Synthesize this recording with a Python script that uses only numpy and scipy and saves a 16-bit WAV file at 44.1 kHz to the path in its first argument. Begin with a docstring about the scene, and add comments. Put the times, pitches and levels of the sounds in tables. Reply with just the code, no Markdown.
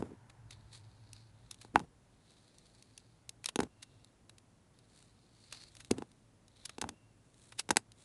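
"""The faint hiss of a snap-off blade shaving soap, close to the microphone in a quiet room.
The hiss is noise from the slipping edge, louder and crumbly where it bites; bursts of tiny breaks make the
soap crack as slices come free. The pieces drop and bounce on the table top, whose bending waves answer
with short falling thuds, and rock in soft bumps. Behind: rumble, a wavering hum, a fading wash and air."""
import sys
import numpy as np
from scipy import signal
from scipy.fft import rfft, irfft, next_fast_len
from scipy.io import wavfile
from scipy.ndimage import uniform_filter1d, map_coordinates

SR = 44100
rng = np.random.default_rng(int(sys.argv[2]) if len(sys.argv) > 2 else 0)


def master_out(mix):
    """Clip the mix to full scale and print it as 16-bit PCM to the path in sys.argv[1]."""
    frames = np.transpose(np.atleast_2d(mix))
    ceiling = np.clip(frames, -1, 1)
    pcm = np.round(ceiling * 32767).astype(np.int16)
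    wavfile.write(sys.argv[1], SR, pcm)


N = 354563
TIME = np.arange(N) / SR  # s
HIT = 4096  # samples in one contact
HIT_HZ = np.fft.rfftfreq(HIT, 1 / SR)

# long strokes of the blade through the bar: start_s, end_s, scrape_db
STROKES = [(0.512, 1.34, -75.5), (2.201, 3.25, -77.5), (4.7, 5.7, -80.5)]
# the blade bites harder: peak_s, fall_s (time to fall 10 dB; 0 is silent), scrape_db, crumbling_db
BITES = [(0.525, 0.02, -58, -70), (0.757, 0.03, -55, -58), (1.18, 0.07, -66, -92), (1.44, 0.1, -73.5, -83),
         (1.522, 0.0242, -63, -68), (1.63, 0.05, -67.5, -69), (2.32, 0.18, -73.5, -79),
         (2.69, 0.36, -72.5, -74.5), (3.471, 0.02, -56.5, -58), (3.94, 0.15, -74, -82.5),
         (4.991, 0.1, -70, -69), (5.47, 0.2, -67.5, -72), (5.549, 0.0343, -50, -65),
         (5.635, 0.0868, -61, -68.5), (5.81, 0.27, -72.5, -71), (6.642, 0.09, -62, -72),
         (7.45, 0.16, -74.5, -68.5), (7.585, 0, -51.5, -74), (8.015, 0.04, -69.5, -64)]
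# spectrum of crumbs crackling off the edge: pitch_hz, relative level_db (per Hz)
CRUMBLE = [(600, -10.5), (1800, -4), (5000, -5), (7300, 1), (9200, 3), (10300, -2), (12000, -8.5)]
STROKE_EDGE_S = 0.053  # the blade eases in and out
ENTRY_HZ, EXIT_HZ = 3860, 4300  # the scrape's resonance climbs as the slice comes loose
CLIMB_CURVE = 0.45  # below 1: it climbs fastest early in the stroke


def shaving():
    """The edge sticks and slips through the wax; where it bites, fine crumbs crackle off it."""
    catches = np.abs(wobble(260))  # brief catches of the edge make the hiss grainy
    grip = unit(amp(5 * catches + 1.6 * wobble(60) + 0.8 * wobble(14)))
    scraping, crumbling, depth = np.zeros((3, N))
    for start, end, scrape_db in STROKES:
        inside = np.clip(np.minimum(TIME - start, end - TIME) / STROKE_EDGE_S, 0, 1)
        scraping += amp(scrape_db) * inside
        depth = np.where(inside > 0, (TIME - start) / (end - start), depth)
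    for peak, fall, scrape_db, crumbling_db in BITES:
        bite = swell(peak, fall)
        scraping = np.hypot(scraping, amp(scrape_db) * bite)
        crumbling = np.hypot(crumbling, amp(crumbling_db) * bite)
    # the climb is a crossfade between two resonances
    depth = np.clip(depth, 0, 1) ** CLIMB_CURVE
    hiss = np.sqrt(1 - depth) * scrape(ENTRY_HZ) + np.sqrt(depth) * scrape(EXIT_HZ)
    spiky_noise = rng.standard_normal(N) * amp(6.0 * rng.standard_normal(N))
    crumbs = unit(coloured(spiky_noise, CRUMBLE))
    return grip * (scraping * hiss + crumbling * crumbs)


# spectrum of the scrape with its resonance at 4300 Hz: pitch_hz, relative level_db (per Hz)
SCRAPE = [(1500, -15), (2500, -11.5), (3300, -14.5), (3800, -5.5), (4300, -1), (4800, -4.5), (5500, -16),
          (6200, -13.5), (7200, -18.5), (11000, -20)]


def scrape(resonance_hz):
    """Slips of the edge, heard through the resonance of the slice."""
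    slips = rng.standard_normal(N) * amp(3.39 * rng.standard_normal(N))
    shifted = [(hz * resonance_hz / 4300, db) for hz, db in SCRAPE]
    return unit(coloured(slips, shifted))


# soap cracking at the blade: start_s, snap_db (relative), body_db (over the snap), build_up_s
CRACKS = [(0.299, -26.5, 5.5, 0.0029), (0.509, -16.5, -5.5, 0.0028), (1.1318, -15, -16, 0.00085),
          (1.5127, -8.5, -14, 0.0032), (1.616, -19, -3.5, 0.0043), (2.584, -23.5, -21, 0.0015),
          (2.825, -23, -12, .001), (2.978, -15, -12.5, 0.00097), (3.293, -7.5, -14.5, 0.00081),
          (3.443, -10.5, -2.5, 0.00087), (3.4592, 2, -10.5, .0016), (3.488, -5, 1.5, 0.0013),
          (3.829, -13, -6, 0.006), (4.2956, -22, -2, .0011), (4.3832, -24, -9, .0012),
          (5.526, -9.5, -3, .0015), (5.752, -22.5, -6, .001), (5.768, -21, -3.5, 0.00077),
          (5.806, -18, 0, 0.012), (5.848, -21, -4.5, 0.00054), (6.6563, -5, -12.5, 0.0042),
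          (6.694, -14.5, 3, .0012), (7.5227, -21.5, 6, .0015), (7.596, 3, -5.5, 0.01)]


def cracks():
    """The soap splits ahead of the edge in short bright snaps."""
    track = np.zeros(N)
    for start, snap_db, body_over_db, build_up in CRACKS:
        add(track, start - 2 * build_up, snap(snap_db, body_over_db, build_up))
    return track


CRACK_FIZZ_DB = -4.5  # the top of the snap, relative to its middle
CRACK_T60_S, T60_DOUBLES_DB = 0.02, 13.5  # cracks with more body last longer
T60_PER_BUILD_UP = 2  # a crack that builds slowly also dies slowly


def snap(snap_db, body_over_db, build_up):
    """One split of the soap, a dying burst of tiny breaks with its room tail."""
    body_db = snap_db + body_over_db
    fizz_db = snap_db + CRACK_FIZZ_DB
    colour = [(150, body_db - 16), (500, body_db - 6), (900, body_db - 3.5), (2000, body_db),
              (4300, snap_db - 1), (7200, fizz_db - 3.5), (11000, fizz_db)]
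    t60 = CRACK_T60_S * 2 ** (body_over_db / T60_DOUBLES_DB) + T60_PER_BUILD_UP * build_up
    burst = fracture(colour, build_up, t60, spiky_db=2)
    return in_room(amp(-2) * burst, wet_db=-24.5)


# resonances of blade and bar, in every fracture: pitch_hz, width_hz, boost_db
BLADE = [(2670, 160, 3.5), (3803, 260, 4.5), (6493, 330, 7), (7960, 350, 4), (9150, 600, 3.5)]


def fracture(colour, build_up, t60, spiky_db):
    """A burst of tiny breaks, in clumps, that builds up for two build-up times and then dies away."""
    t = np.arange(HIT) / SR - 2 * build_up
    shape = amp(np.where(t < 0, 20 * t / build_up, -60 * t / t60))
    clumps = unit(uniform_filter1d(rng.standard_normal(HIT), size=16))
    spikes = amp(spiky_db * rng.standard_normal(HIT) + 3 * clumps)
    breaks = rfft(shape * rng.standard_normal(HIT) * spikes)
    # even across broad bands, ragged within them
    breaks = breaks / np.sqrt(uniform_filter1d(np.abs(breaks) ** 2, size=400))
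    return irfft(breaks * causal(along(colour, HIT_HZ) + resonances(BLADE)))


# single crumbs breaking off: start_s, snap_db (relative)
TICKS = [(1.544, -23), (2.306, -32), (4.046, -25), (4.789, -30.5), (6.116, -31), (6.481, -29), (7.343, -35),
         (7.919, -23.5)]
TICK_BODY_DB, TICK_BUILD_UP_S = -9, 0.00046  # ticks are thin and sudden


def ticks():
    """Single crumbs break off with tiny snaps."""
    track = np.zeros(N)
    for start, snap_db in TICKS:
        add(track, start - 2 * TICK_BUILD_UP_S, snap(snap_db, TICK_BODY_DB, TICK_BUILD_UP_S))
    return track


# soap landing on the table: start_s, thump_db, knock_db, crunch_db (all relative)
LANDINGS = [(0.024, 10.5, 1, -25), (0.116, -4, -27.5, -48), (1.648, -12, -11.5, -27.5),
            (1.7582, 13.5, 26.5, -9), (1.794, -11, -10, -15.5), (1.801, -13, -2, -23),
            (3.5584, 9.5, 4, -2.5), (3.59, 17, 8.5, -12.5), (3.603, 9.5, 10.5, -5.5),
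            (3.632, 5.5, -3, -13.5), (5.908, -3.5, 1.5, -21), (5.9111, 20.5, 1, 0.5),
            (5.983, 4.5, -9.5, -16.5), (6.0216, 2.5, 0, -23.5), (6.783, 0, -4, -15.5),
            (6.8145, -10, -2, -2.5), (6.822, 0.5, 3, -15), (6.841, -1.5, 6, -23), (6.8901, -8, -4, -9),
            (7.69, 0, -0.5, -10), (7.7061, 8.5, 15, 2.5), (7.709, 11, 12.5, 2), (7.76, -4.5, -2, -17),
            (7.7691, 10, 14.5, 9)]
FIZZ_DB, FIZZ_GROWS = -3.5, 1.2  # the top of the crunch grows faster than the rest
# the clack grows with both knock and crunch (dB per dB)
CLACK_DB, CLACK_GROWS, CLACK_FOLLOWS_CRUNCH = -9, 0.92, 0.33


def landings():
    """Each piece hits the table with a thud while its brittle edge crunches."""
    track = np.zeros(N)
    for start, thump_db, knock_db, crunch_db in LANDINGS:
        clack_db = CLACK_GROWS * knock_db + CLACK_FOLLOWS_CRUNCH * crunch_db + CLACK_DB
        fizz_db = FIZZ_GROWS * crunch_db + FIZZ_DB
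        travel = 0.0011 * np.exp(0.1 * rng.standard_normal())  # s
        blow = thud(thump_db, knock_db, clack_db, travel)
        colour = [(500, crunch_db - 17.5), (2000, crunch_db - 6.0), (4300, crunch_db - 4.0),
                  (7200, fizz_db - 2.5), (11000, fizz_db - 2.5)]
        crunch = fracture(colour, build_up=0.0001, t60=0.014, spiky_db=12)
        add(track, start - 0.0004, in_room(blow, wet_db=-21.5))
        add(track, start - 0.0003, in_room(crunch, wet_db=-24.0))
    return track


# resonances of the table top: pitch_hz, width_hz, boost_db
TABLE_TOP = [(227, 160, 1.5), (573.2, 28, -3.5), (1500, 150, 4.5), (2674, 120, 7.5)]


def thud(thump_db, knock_db, clack_db, travel):
    """A blow on the table top: bending waves carry the highs first, so the thud falls in pitch."""
    colour = [(30, thump_db - 33.5), (80, thump_db - 15.0), (155, thump_db - 11.0),
              (240, thump_db), (450, thump_db), (600, (thump_db + knock_db) / 2 - 11.5),
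              (830, knock_db + 1), (1200, knock_db - 11.5),
              (1550, clack_db + 1.5), (2700, clack_db - 10), (4500, clack_db - 27), (9000, clack_db - 55)]
    dispersion = np.exp(-4j * np.pi * travel * np.sqrt(HIT_HZ * 1e3))  # travel = delay at 1 kHz
    return irfft(causal(along(colour, HIT_HZ) + resonances(TABLE_TOP)) * dispersion)


# a fallen piece rocking to rest: start_s, length_s, level_db (0.43 of the way through)
SETTLING = [(-0.012, 0.17, -51), (1.738, 0.12, -45), (3.586, .095, -44.5), (5.903, 0.14, -47.5),
            (6.828, 0.12, -50), (7.695, 0.045, -39.5)]
# spectrum of the bumps: pitch_hz, relative level_db (per Hz)
ROCKING = [(30, -23), (80, 2.5), (160, 1), (300, 0.5), (600, -13.5), (900, -15.5), (1600, -26.5),
           (4000, -37.5)]
ROCK_ATTACK_S, ROCK_FADE_DB = 0.012, 15.5  # the bumps start quickly and weaken until the piece lies still


def settling():
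    """A slice rocks on its face in quick soft bumps before it lies still."""
    track = np.zeros(N)
    bumps = unit(coloured(rng.standard_normal(N) * amp(2.9 * wobble(130)), ROCKING))
    for start, length, level_db in SETTLING:
        progress = np.clip((TIME - start) / length, 0, 1)
        edges = np.clip(np.minimum(TIME - start, start + length - TIME) / ROCK_ATTACK_S, 0, 1)
        track += amp(level_db + ROCK_FADE_DB * (0.43 - progress)) * edges * bumps
    return track


# a faint narrow rubbing sound between cuts: peak_s, fall_s (time to fall 10 dB), level_db
RUBS = [(3.86, 0.2, -79.5), (6.98, 0.2, -80)]
# spectrum of the rub: pitch_hz, relative level_db (per Hz)
RUB_COLOUR = [(2200, -38), (2600, -1), (2750, 13.5), (2950, -12), (3400, -16)]


def rubbing():
    """A faint narrow band of noise, the rub while the hand takes a new hold."""
    level = sum(amp(level_db) * swell(peak, fall) for peak, fall, level_db in RUBS)
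    return level * unit(coloured(rng.standard_normal(N), RUB_COLOUR))


# spectra of rumble, midrange wash and air noise: pitch_hz, relative level_db
RUMBLE_COLOUR = [(18, -25), (35, -9), (55, -1), (80, -10.5), (110, 4.5), (145, -9.5), (200, -22),
                 (600, -59.5)]
WASH_COLOUR = [(200, -40.5), (550, -7), (900, 6.5), (1200, -6.5), (1550, -1), (3000, -19.5), (7000, -39)]
AIR_COLOUR = [(60, -16), (150, 3.5), (260, 1.5), (400, -5), (620, -7), (900, -11), (1500, -16),
              (3000, -23.5), (12000, -39.5)]
# the rumble swells early on, the hum once; each width is the time to fall 10 dB
RUMBLE_FLOOR_DB, RUMBLE_SWELL_S, RUMBLE_SWELL_WIDTH_S, RUMBLE_SWELL_DB = -68.5, 0.7, 0.9, -60
HUM_HZ, HUM_DB, HUM_SWELL_S, HUM_SWELL_WIDTH_S, HUM_SWELL_DB = 108, -76, 0.94, 0.26, -57.5
WASH_DB, WASH_FADE_DB_PER_S = -70, 6.5  # starting level and fade


def room_tone():
    """A low rumble with a wavering hum and a fading midrange wash, under soft air noise and an even hiss."""
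    rumble_swell = amp(RUMBLE_SWELL_DB) * swell(RUMBLE_SWELL_S, RUMBLE_SWELL_WIDTH_S)
    rumble_gain = np.hypot(amp(RUMBLE_FLOOR_DB), rumble_swell) * amp(1.2 * wobble(9.6))
    rumble = rumble_gain * unit(coloured(rng.standard_normal(N), RUMBLE_COLOUR))
    hum_gain = amp(HUM_DB) + amp(HUM_SWELL_DB) * swell(HUM_SWELL_S, HUM_SWELL_WIDTH_S)
    hum_phase = 2 * np.pi * np.cumsum(HUM_HZ + 6 * wobble(12)) / SR
    hum = hum_gain * amp(2.5 * wobble(4.9)) * np.sin(hum_phase)
    wash_gain = amp(WASH_DB - WASH_FADE_DB_PER_S * TIME)
    wash = wash_gain * unit(coloured(rng.standard_normal(N), WASH_COLOUR))
    air = amp(-69.5) * unit(coloured(rng.standard_normal(N), AIR_COLOUR))
    hiss = amp(-75.0) * rng.standard_normal(N)
    return rumble + hum + wash + air + hiss


# decay of the room: pitch_hz, t60_s
ROOM = [(100, 0.32), (400, 0.086), (1500, 0.071), (5000, 0.073), (11000, .07)]


def in_room(x, wet_db):
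    """A contact followed by its own short room tail, noise that decays at each pitch's own rate."""
    hz, t, z = signal.stft(rng.standard_normal(SR // 4), SR, nperseg=256)
    decay = amp(-60 * t / along(ROOM, hz)[:, None])
    tail = signal.istft(z * decay, SR, nperseg=256)[1]
    tail = np.pad(tail, (SR // 250, 0))  # the tail starts 4 ms late
    response = amp(wet_db) * tail / np.linalg.norm(tail)
    response[0] = 1  # direct sound
    release = np.minimum(2 - 2 * np.arange(HIT) / HIT, 1) ** 2  # the contact ends in silence
    return signal.fftconvolve(x * release, response)


def amp(db):
    """Decibels to gain."""
    return 10 ** (np.asarray(db) / 20)


def unit(x):
    """Scale to rms 1."""
    return x / np.sqrt(np.mean(x ** 2) + 1e-20)


def along(points, hz):
    """Read (Hz, value) points on a log axis."""
    f, v = np.transpose(points)
    return np.interp(np.log(hz + 1), np.log(f + 1), v)


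def wobble(rate):
    """A smooth random curve, rate knots a second."""
    knots = rng.standard_normal(int(N * rate / SR) + 4)
    return map_coordinates(knots, [TIME * rate])


def swell(peak, fall):
    """A peak that is 10 dB down at fall seconds to either side."""
    roundness = 1.35  # 1 is a pointed peak, 2 a bell
    return amp(-10 * np.abs((TIME - peak) / fall) ** roundness)


def coloured(x, points):
    """x shaped by a (Hz, dB) spectrum."""
    m = next_fast_len(N + 8192)
    gain = amp(along(points, np.fft.rfftfreq(m, 1 / SR)))
    return irfft(rfft(x, m) * gain, m)[:N]


def causal(db):
    """The response with this gain that starts only at the blow (minimum phase)."""
    cepstrum = irfft(np.log(amp(db) + 1e-6))
    cepstrum[1:HIT // 2] *= 2
    cepstrum[HIT // 2 + 1:] = 0
    return np.exp(rfft(cepstrum))


def resonances(rows):
    """Gain in dB of a set of (Hz, width Hz, dB) resonances."""
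    return sum(db / (1 + (2 * (HIT_HZ - hz) / width) ** 2) for hz, width, db in rows)


def add(track, s, sound):
    """Mix a sound into the track at time s."""
    start = max(round(s * SR), 0)
    track[start:start + len(sound)] += sound[:max(N - start, 0)]


def scene():
    """Blade, soap and table in the room."""
    soap = shaving() + cracks() + ticks()
    table = landings() + settling()
    return (soap + table + rubbing() + room_tone())[None]


def record(dry):
    """The microphone's treble rolls off steeply at the band limit."""
    band = [(10300, 0), (11200, -6), (12200, -28), (12600, -60), (13200, -90)]  # Hz, dB
    return coloured(dry[0], band)[None]


dry = scene()
out = record(dry)
master_out(out)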